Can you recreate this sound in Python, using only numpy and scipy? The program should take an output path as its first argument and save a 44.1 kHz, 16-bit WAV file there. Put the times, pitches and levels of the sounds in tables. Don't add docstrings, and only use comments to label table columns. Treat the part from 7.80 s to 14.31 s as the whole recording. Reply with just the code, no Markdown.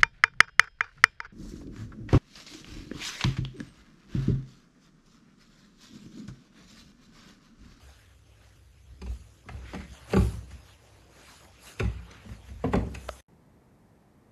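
import sys
import numpy as np
from scipy import signal
from scipy.fft import rfft, irfft, next_fast_len
from scipy.io import wavfile
from scipy.ndimage import uniform_filter1d

SR = 44100
rng = np.random.default_rng(int(sys.argv[2]) if len(sys.argv) > 2 else 0)


def volts(x):
    e = np.asarray(x, float) / 20
    return 10 ** e


def store_pcm(level_fs):
    pcm = np.round(np.clip(level_fs, -1, 1) * 32767).astype(np.int16)
    wavfile.write(sys.argv[1], SR, np.atleast_2d(pcm).T)


N = 287091
STEP_S = .002
CUT_S, RESUME_S = 5.41, 5.482


def evened(x):
    return x / np.sqrt(np.mean(x ** 2) + 1e-20)


def read(points, hz):
    f, value = np.transpose(points)
    return np.interp(np.log(hz + 1), np.log(f + 1), value)


def add(mix, s, sound):
    part = mix[round(s * SR):][:len(sound)]
    part += sound[:len(part)]


def spread_out(power):
    height = np.sqrt(abs(uniform_filter1d(power, size=7)))
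    return np.interp(np.arange(N) / SR, np.arange(len(power)) * STEP_S, height)


def hiss(spectrum, patchy_db):
    hz = np.fft.rfftfreq(1024, 1 / SR)
    a, b, patches = rng.standard_normal((N // 256 + 5, 513, 3)).T
    patches = uniform_filter1d(patches, size=14, axis=0)
    patches = evened(uniform_filter1d(patches, size=8, axis=1))
    z = (a + 1j * b) * volts(read(spectrum, hz)[:, None] + patchy_db * patches)
    return evened(signal.istft(z, nperseg=1024, noverlap=768)[1][:N])


def wavering(hz, width_hz, steady):
    r = np.exp(-np.pi * width_hz / SR)
    push = rng.standard_normal(N) + 1j * rng.standard_normal(N)
    swing = signal.lfilter([1], [1, -r], signal.lfilter([1], [1, -r], push))
    power = abs(swing) ** 2
    swing = swing / (power + np.mean(power) / 12) ** (np.clip(steady, 0, 1) / 2)
    return evened((swing * np.exp(2j * np.pi * hz * np.arange(N) / SR)).real)


# peak in seconds, lower mode in dB, upper mode in dB, fade in dB per second.
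THUMPS = [(.05, -42, -59, 190), (1.129, -42, -50.5, 300), (1.245, -37, -54, 110),
          (1.308, -29.5, -40.5, 270), (1.39, -52, -50.5, 41), (1.744, -41, -35, 258), (1.795, -38, -54, 89),
          (1.87, -51, -49, 160), (2.0, -35.5, -51.5, 280), (2.12, -43, -49, 314), (2.23, -51, -54, 210),
          (2.39, -30, -20, 117), (2.44, -36, -30, 70), (2.59, -49, -36.5, 320), (2.755, -52, -41, 380),
          (2.81, -73, -55, 24), (3.13, -58, -59, 36), (3.72, -50.5, -63, 350), (3.86, -54, -62, 310),
          (4.04, -42, -45, 105), (4.08, -40, -30, 280), (4.189, -54, -41, 410), (4.52, -38.5, -40, 270),
          (4.722, -38.5, -48, 130), (4.765, -37, -63, 162), (4.875, -31, -39.5, 180), (4.97, -33, -27, 112),
          (5.015, -36, -41, 53), (5.17, -44, -41, 386), (5.295, -43, -54, 283)]
# time in seconds, level in dB.
UNREST = [(0.0, -59), (1.0, -56.5), (1.6, -72), (3.45, -65), (3.68, -58.5), (3.8, -67), (3.97, -77),
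          (4.25, -56), (4.66, -52.5), (5.41, -65)]


def boom():
    s, low_db, high_db, fade = np.transpose(THUMPS)[:, :, None]
    t = np.arange(0, N / SR, STEP_S)
    before, after = np.minimum(t - s, 0), np.maximum(t - s, 0)
    rise_db = (279.5 + 8.5 * np.maximum(low_db + 37, 0)) * before
    rest = volts(2 * np.interp(t, *np.transpose(UNREST)))
    low_power = rest + volts(2 * (low_db + rise_db - fade * after)).sum(0)
    high_power = rest * volts(-6) + volts(2 * (high_db + rise_db - 1.67 * fade * after)).sum(0)
    low = spread_out(low_power) * wavering(62, 12.13, steady=0.67)
    return low + spread_out(high_power) * wavering(100, 32, steady=1.0)


def strokes(rows, db_per_octave, octaves):
    s, half, db, bright = np.transpose(rows)[:, :, None]
    arch_db = -4.5 * ((np.arange(0, N / SR, STEP_S) - s) / half) ** 2
    return volts(2 * (db + arch_db - db_per_octave * abs(octaves - bright))).sum(0)


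# pitch in Hz, level in dB per Hz.
CLOTH = [(71, -44), (120, 3.5), (228, -8.5), (288, -0.5), (337, -9), (478, -7), (793, -6.5), (1290, -10),
         (2920, -12.5), (4320, -9), (5560, -6), (6890, -11.5), (8540, -23.5), (10800, -17.5), (12600, -21),
         (16400, -50), (22000, -120)]
CLOTH_EDGES_HZ = [130, 500, 1250, 3100, 8000, 12600]
# brightness in octaves, resting level in dB.
RANGES = [(0.02, -69), (1.7, -80.5), (3.05, -72.5), (4.3, -77), (5.3, -77.5)]
# middle in seconds, half length in seconds, level in dB, brightness in octaves.
SWEEPS = [(.09, 0.15, -64.5, 3.15), (.66, 0.096, -68.5, 2.9), (1.32, 0.061, -65, 3.9),
          (1.46, 0.17, -70.5, 3.8), (1.74, 0.062, -62, 2.3), (1.97, 0.084, -64, 3.8),
          (2.16, 0.06, -58.5, 2.85), (2.43, 0.12, -53.5, 2.66), (2.74, 0.066, -62.5, 2.7),
          (2.89, 0.061, -61.5, 2.86), (3.12, 0.13, -64.5, 2.3), (3.41, 0.066, -57, 2.26),
          (3.53, 0.074, -56.5, 3.1), (3.885, 0.042, -54.5, 3.2), (4.0, 0.051, -60, 3.6),
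          (4.22, 0.23, -72, 3.5), (4.51, 0.063, -61, 2.74), (4.68, 0.067, -61.5, 2.47),
          (4.85, 0.05, -62.5, 2.6), (5.24, 0.18, -61, 2.4), (5.37, 0.071, -61.5, 2)]
# middle in seconds, half length in seconds, level in dB, brightness in octaves.
SCRAPES = [(1.94, 0.09, -51.5, 3.22), (2.32, 0.11, -52.5, 2.5), (2.42, 0.1, -54.5, 5.3),
           (3.64, .05, -67.5, 5.3), (3.66, 0.065, -62.5, 1.7), (3.78, 0.07, -56, 3.5),
           (3.88, 0.038, -55, 5.3), (4.06, .05, -57.5, 1.7), (4.16, .07, -55, 2.65),
           (4.34, 0.081, -50.5, 2.59), (4.99, 0.041, -48, 2.2), (5.31, 0.11, -59, 5.3),
           (1.92, 0.16, -57.5, .1), (2.45, 0.23, -56.5, 0.078), (3.45, 0.25, -63.5, .1),
           (4.15, 0.27, -60, .1), (4.6, 0.16, -64, .1), (5.03, 0.036, -43, .1), (5.17, 0.085, -51.5, .1)]


def rustle():
    grain = volts(0.81 * evened(uniform_filter1d(rng.standard_normal(N), size=120)))
    size = next_fast_len(N)
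    spectrum = rfft(hiss(CLOTH, patchy_db=2.5) * grain, size)
    hz = np.fft.rfftfreq(size, 1 / SR)
    above = [1 / (1 + (edge / (hz + 1)) ** 12) for edge in CLOTH_EDGES_HZ]
    out = np.zeros(N)
    for lo, hi, (octaves, rest_db) in zip(above, above[1:], RANGES):
        moved = strokes(SWEEPS, 3.5, octaves) + strokes(SCRAPES, 13.5, octaves)
        band = evened(irfft(spectrum * np.sqrt(abs(lo - hi)), size)[:N])
        out += spread_out(volts(2 * rest_db) + moved) * band
    return out


# start in seconds, weight in dB, edge in dB, contact in ms, edge pitch in Hz.
TICKS = [(1.215, -44, -53.5, 4.4, 2600), (2.129, -77, -62, 2.8, 3000), (2.705, -59, -57.5, 11.5, 1800),
         (3.642, -65.5, -62, 4.2, 1800), (4.31, -60, -56, 2.7, 1990), (5.1477, -55, -49, 3.5, 2570)]
TOUCHES = [(1.262, -54, -59, 4, 2700), (1.309, -60.5, -69, 4.8, 1300), (1.6865, -57, -51, 2.8, 2000),
           (1.739, -60, -64, 3.7, 1500), (1.76, -65, -66, 3.6, 1500), (1.998, -56, -54.5, 13, 2100),
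           (2.879, -72, -65, 8.3, 1800), (4.487, -60, -58.5, 5.9, 2020)]
JOLTS = [(2.39, -36, -50, 2.5, 2200), (1.659, -53.5, -74, 2.5, 1500), (2.409, -47, -49, 5.6, 2430),
         (3.9982, -35, -39, 0.93, 2900), (4.0044, -37.5, -49, 2.2, 1410), (4.04, -44, -55, 4.7, 3400),
         (4.444, -49.5, -69, 5.5, 2000), (4.519, -58, -65, 2.9, 2000), (4.685, -53.5, -59, 5.4, 2100),
         (4.865, -42, -56, 11.5, 1900), (5.065, -45, -70, 8.4, 1800)]
LANDINGS = [(1.932, -41.5, -50.5, 4.7, 1980), (1.946, -38.5, -46, 3, 2150), (2.334, -31, -41, 2.1, 2470),
            (2.364, -31, -43, 4.4, 2400), (4.954, -26.5, -41, 1.4, 2200)]
SHUTS = [(4.84, -35, -46, 4.7, 2000), (4.935, -36, -40, 2.2, 2400), (4.974, -40.5, -62, 4.1, 2000),
         (5.02, -45, -71, 8.2, 1800), (5.119, -57, -79, 5.6, 1800)]


def blows():
    kinds = [(LANDINGS, 0.1, -0.98, -9.5), (SHUTS, 0.054, .3, -24), (JOLTS, 0.1, -8.5, -11),
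             (TOUCHES, 0.12, 2.1, -13), (TICKS, 0.68, -3.2, -3.9)]
    rows = []
    for table, share, middle_db, snap_db in kinds:
        for s, weight, edge, ms, hz in table:
            middle = weight + share * (edge - weight) + middle_db
            rows.append((s, edge + snap_db, weight, middle, edge, ms, hz))
    return sorted(rows)


def ring(modes, seconds):
    t = np.arange(round(seconds * SR)) / SR
    hz, db, t60 = np.transpose(modes)[:, :, None]
    return volts(db - 60 * t / t60) * np.sin(2 * np.pi * hz * t)


CROWD, FORCE = 40, 1536


def crowd(lo_hz, hi_hz, tilt_db, t60):
    hz = np.geomspace(lo_hz, hi_hz, CROWD)
    return np.transpose([hz, tilt_db * np.log2(hz / lo_hz), t60 * (lo_hz / hz) ** 0.35])


def lift(modes, hz, db, octaves):
    return volts(db * np.exp(-(np.log2(modes[:, 0] / hz) / octaves) ** 2))


def contact_force(contact_ms, ragged):
    t = np.arange(FORCE) / SR
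    u = 1000 * t / max(contact_ms, .3)
    shape = np.sqrt((1 - np.exp(-u / 0.36)) * np.exp(-u))
    shove = 3.27 * np.exp(-t / 0.00048)
    slips = rfft(ragged * shape)
    evening = (np.sqrt(np.mean(abs(slips) ** 2)) / abs(slips)) ** 0.67
    return shape * (shove * shape + irfft(slips * evening, FORCE))


# pitch in Hz, level in dB, time to die by 60 dB in seconds.
PANEL = [(149.3, -6, 0.17), (164.7, -5, 0.39), (192.4, 0, 0.18), (225.9, -2.5, 0.4), (264, -2.5, 0.14),
         (303.3, -8, 0.24), (373.4, 2, 0.081)]
# pitch in Hz, level in dB, time to die by 60 dB in seconds.
KNOCK = [(411.7, -9, 0.16), (432, -1, 0.06), (474, -8.5, 0.13), (534.7, -9.5, 0.14), (579.5, -1.5, 0.063),
         (668, -6, 0.064), (758, -1, 0.069), (847, -3, 0.067), (999, -13, 0.087), (1067, 4.5, 0.012)]
# lowest pitch in Hz, highest pitch in Hz, tilt in dB per octave, time to die by 60 dB in seconds.
CRACK = [(1130, 3600, -3, 0.07)]
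SNAP = [(3970, 11500, -8.5, 0.032)]
# pitch in Hz, lift in dB.
HARDWARE = [(4750, 4.5), (6600, 7)]


def knocks():
    out = np.zeros(N)
    snap, crack, knock = crowd(*SNAP[0]), crowd(*CRACK[0]), np.array(KNOCK)
    panel_fade = np.cos(np.linspace(0, np.pi / 2, SR // 2))
    bodies = ring(snap, .03), ring(PANEL, .5) * panel_fade, ring(knock, .15), ring(crack, .07)
    lags_s = 0, 0.00304, 0, 0
    hardware = np.prod([lift(snap, hz, db, 0.13) for hz, db in HARDWARE], axis=0)
    contacts = blows()
    chance = rng.standard_normal((len(contacts), FORCE + 2 * CROWD))
    for (s, *levels_db, contact_ms, edge_hz), draw in zip(contacts, chance):
        sign, spread, ragged = np.split(draw, [CROWD, 2 * CROWD])
        force = contact_force(contact_ms, ragged)
        shares = np.sign(sign) * volts(3.3 * spread)
        lifts = hardware, 1, lift(knock, edge_hz / 2, 2.5, 0.18), lift(crack, edge_hz, 8.5, 0.18)
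        for body, db, lifted, lag_s in zip(bodies, levels_db, lifts, lags_s):
            sound = signal.fftconvolve(force, lifted * shares[:len(body)] @ body)
            add(out, s + lag_s, volts(db) * sound / np.sqrt(np.mean(sound[:900] ** 2)))
    return out


# start in seconds, pitch in Hz, level in dB,
# time to die by 60 dB in seconds.
BLOW_RINGS = [(1.2165, 1900, -46, .03), (1.217, 3800, -51, .02), (1.945, 800, -44, .12),
              (1.945, 3800, -55, .08), (1.217, 6300, -52, .012), (1.264, 2500, -48, .03),
              (1.264, 3900, -51, .02), (1.263, 4700, -55, .02), (1.6865, 1250, -37, .05),
              (1.6865, 1680, -38, .05), (1.6865, 2080, -37, .05), (1.691, 727, -38, .12),
              (1.692, 2600, -40, .03), (1.693, 950, -43, .04), (1.688, 4300, -50, .02),
              (1.688, 5700, -48, .015), (1.688, 8000, -51, .012), (1.703, 170, -40, .1),
              (1.755, 500, -50, .1), (1.773, 2700, -56, .06), (2.328, 270, -27, .06),
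              (2.335, 400, -16, .07), (2.339, 190, -17, .13), (2.334, 560, -23, .06),
              (2.334, 850, -27, .06), (2.336, 1157, -29, .08), (2.336, 1400, -29, .06),
              (2.341, 1600, -33, .06), (2.334, 2230, -40, .05), (2.333, 2680, -33, .04),
              (2.333, 4700, -32, .03), (2.362, 270, -22, .1), (2.365, 365, -13, .08),
              (2.368, 560, -28, .07), (2.365, 830, -28, .08), (2.367, 1140, -25, .09),
              (2.366, 1450, -28, .05), (2.363, 2100, -36, .03), (2.364, 2500, -35, .05),
              (2.364, 2700, -37, .04), (2.363, 3800, -38, .04), (2.364, 4680, -39, .07),
              (2.363, 6900, -38, .03), (2.368, 165, -14, .16), (2.408, 400, -33, .15),
              (2.408, 780, -39, .15), (2.39, 62, -20, .6),
              (3.9975, 2540, -28, .05), (3.999, 2363, -33, .06), (4.002, 2175, -34, .05),
              (4.004, 1394, -29, .035), (4.001, 441, -25, .04), (4.002, 361, -31, .08),
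              (4.003, 178, -28, .1), (3.9985, 3700, -34, .035), (3.998, 2950, -35, .04),
              (4.003, 1100, -31, .09), (3.9985, 4900, -35, .025), (3.998, 105, -25, .25),
              (4.01, 560, -34, .08), (4.02, 800, -38, .2), (4.043, 175, -27, .4), (4.05, 1250, -43, .05),
              (4.05, 2000, -44, .2), (4.022, 62, -18, .24), (4.84, 490, -21, .06), (4.841, 720, -25, .1),
              (4.84, 1050, -31, .1), (4.846, 255, -23, .27), (4.84, 170, -19, .12), (4.845, 105, -30, .3),
              (4.85, 1550, -42, .05), (4.852, 2250, -44, .04), (4.852, 3900, -53, .06),
              (4.935, 880, -18, .045), (4.935, 1060, -19, .04), (4.934, 1880, -26, .05),
              (4.941, 2180, -33, .05), (4.94, 1500, -29, .05), (4.939, 420, -21, .1),
              (4.935, 560, -23, .06), (4.95, 545, -18, .07), (4.938, 185, -16, .09), (4.937, 270, -24, .05),
              (4.943, 750, -25, .08), (4.95, 1100, -32, .05), (4.958, 2200, -37, .06),
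              (4.964, 240, -19, .2), (4.937, 7500, -46, .03), (4.938, 5300, -47, .03),
              (4.937, 10500, -50, .02), (5.149, 2570, -38, .04), (5.15, 2100, -41, .04),
              (5.15, 800, -44, .04), (5.149, 1500, -48, .03), (5.149, 3700, -45, .02)]
# pitch as a ratio, level in dB.
NEIGHBOURS = [(1, -3), (.955, -9), (1.037, -9)]


def rings():
    out, t = np.zeros(N), np.arange(SR // 2) / SR
    for s, hz, db, t60 in BLOW_RINGS:
        cluster = ring([(hz * ratio, db + near_db, t60) for ratio, near_db in NEIGHBOURS], .5).sum(0)
        add(out, s, (1 - np.exp(-t * hz / 1.2)) * cluster)
    return out


# pitch in Hz, time to die by 60 dB in seconds.
ROOM = [(100, 0.73), (400, 0.32), (1100, 0.25), (3000, 0.36), (8000, 0.54)]


def room(x):
    taps = np.zeros(SR // 2)
    at = np.arange(200, SR // 2 - 20, 20)
    taps[at + rng.integers(0, 20, len(at))] = rng.choice([-1., 1.], len(at))
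    hz, t, z = signal.stft(taps, SR, nperseg=256)
    tail = signal.istft(z * volts(-60 * t / read(ROOM, hz)[:, None]), SR, nperseg=256)[1]
    return signal.fftconvolve(x, tail / np.linalg.norm(tail))[:N]


# middle in seconds, half length in seconds, level in dB, pitch in Hz, width in Hz.
SQUEAKS = [(1.885, .04, -57, 2050, 350), (1.87, .025, -63, 3400, 300), (2.015, .035, -56, 2080, 200),
           (2.314, .012, -50, 2450, 350), (4.12, .03, -62, 1220, 120), (4.34, .05, -60, 1400, 300),
           (5.17, .02, -58, 2400, 250), (4.313, .004, -54, 5950, 500), (5.152, .004, -45, 2570, 300),
           (5.149, .003, -50, 6600, 1200), (1.219, .004, -57, 4900, 900)]


def squeaks():
    out, t = np.zeros(N), np.arange(-6000, 6000) / SR
    noises = rng.standard_normal((len(SQUEAKS), len(t)))
    for (s, half, db, hz, width), noise in zip(SQUEAKS, noises):
        arch = volts(-6 * (t / half) ** 2)
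        rub = arch * signal.lfilter(*signal.iirpeak(hz, hz / width, SR), noise)
        add(out, s + t[0], volts(db) * rub * np.linalg.norm(arch) / np.linalg.norm(rub))
    return out


# landing in seconds, swell in ms, level in dB, middle pitch in Hz.
DRAGS = [(2.312, 9.3, -45, 2180), (2.327, 5, -42, 2750), (2.334, 18.4, -38, 450), (3.999, 5, -38, 2620),
         (4.937, 9, -40, 1900), (5.147, 3.8, -46, 2190), (5.289, 3.2, -38.5, 1030)]


def drags():
    out, t = np.zeros(N), np.arange(-2600, 400) / SR
    noises = rng.standard_normal((len(DRAGS), len(t)))
    for (s, swell_ms, db, hz), noise in zip(DRAGS, noises):
        rub = evened(signal.lfilter(*signal.iirpeak(hz, 1.2, SR), noise))
        swell = np.exp(np.minimum(1000 * t / swell_ms, -t / 0.0018))
        add(out, s + t[0], volts(db) * rub * swell)
    return out


# pitch in Hz, level in dB, time to die by 60 dB in seconds.
CATCH_MODES = [(614, -2, 0.026), (1270, -3.5, 0.017), (1570, -3, 0.0062), (2880, -1, 0.0021),
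               (4600, -4.5, 0.0021), (5360, -13, 0.0041), (6900, -22, 0.0045)]


def catch():
    out = np.zeros(N)
    signs = np.cos(np.pi * np.arange(len(CATCH_MODES)))
    sound = signs @ ring(CATCH_MODES, .06)
    add(out, 5.2907, volts(-19.5) * sound / abs(sound).max())
    return out


# pitch in Hz, level in dB per Hz.
QUIET = [(15, -67), (25, -36), (55, 2), (97, -16.5), (113, -6.5), (176, -9.5), (438, -18), (512, -21.5),
         (554, -21.5), (840, -22.5), (1450, -32.5), (1880, -31.5), (2930, -42), (11400, -47),
         (12600, -41.5), (16400, -66), (22000, -120)]


def quiet_room():
    return volts(-59) * hiss(QUIET, patchy_db=.3)


def scene():
    t = np.arange(N) / SR
    wood, snap = knocks() + drags() + rings(), catch()
    echoes = room(volts(-6.5) * wood + volts(-23) * snap)
    first = wood + snap + echoes + boom() + rustle() + squeaks()
    fade_out = np.clip((CUT_S - t) / .004, volts(-24) * (t < CUT_S + .018), 1)
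    fade_in = np.clip((t - RESUME_S) / .002, 0, 1)
    return (first * fade_out + quiet_room() * (fade_in + volts(-43)))[None]


# pitch in Hz, width in Hz, level in dB.
NOTCHES = [(1030, 360, -0.5), (5575, 350, -5), (8000, 640, 1)]


def tone_db(hz):
    return sum(db * np.exp(-((hz - f) / width) ** 2) for f, width, db in NOTCHES)


def band_limit(x):
    return signal.sosfilt(signal.butter(12, 12850, fs=SR, output="sos"), x)


def record(dry):
    bass_cut = signal.butter(2, 44, "high", fs=SR, output="sos")
    hz, t, z = signal.stft(signal.sosfilt(bass_cut, dry), SR, nperseg=512)
    first_room = t < CUT_S
    z = z * volts(tone_db(hz)[:, None] * first_room) * (hz < 12550)[:, None]
    patch = uniform_filter1d(abs(z) ** 2, size=3, axis=1)
    patch = uniform_filter1d(patch, size=5, axis=2)
    weak = patch < volts(-8) * uniform_filter1d(patch, size=17, axis=1)
    z = z * volts(-14 * weak * (hz > 4300)[:, None] * first_room)
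    mix = signal.istft(z, SR, nperseg=512)[1][:, :N]
    return band_limit(mix)


dry = scene()
out = record(dry)
store_pcm(out)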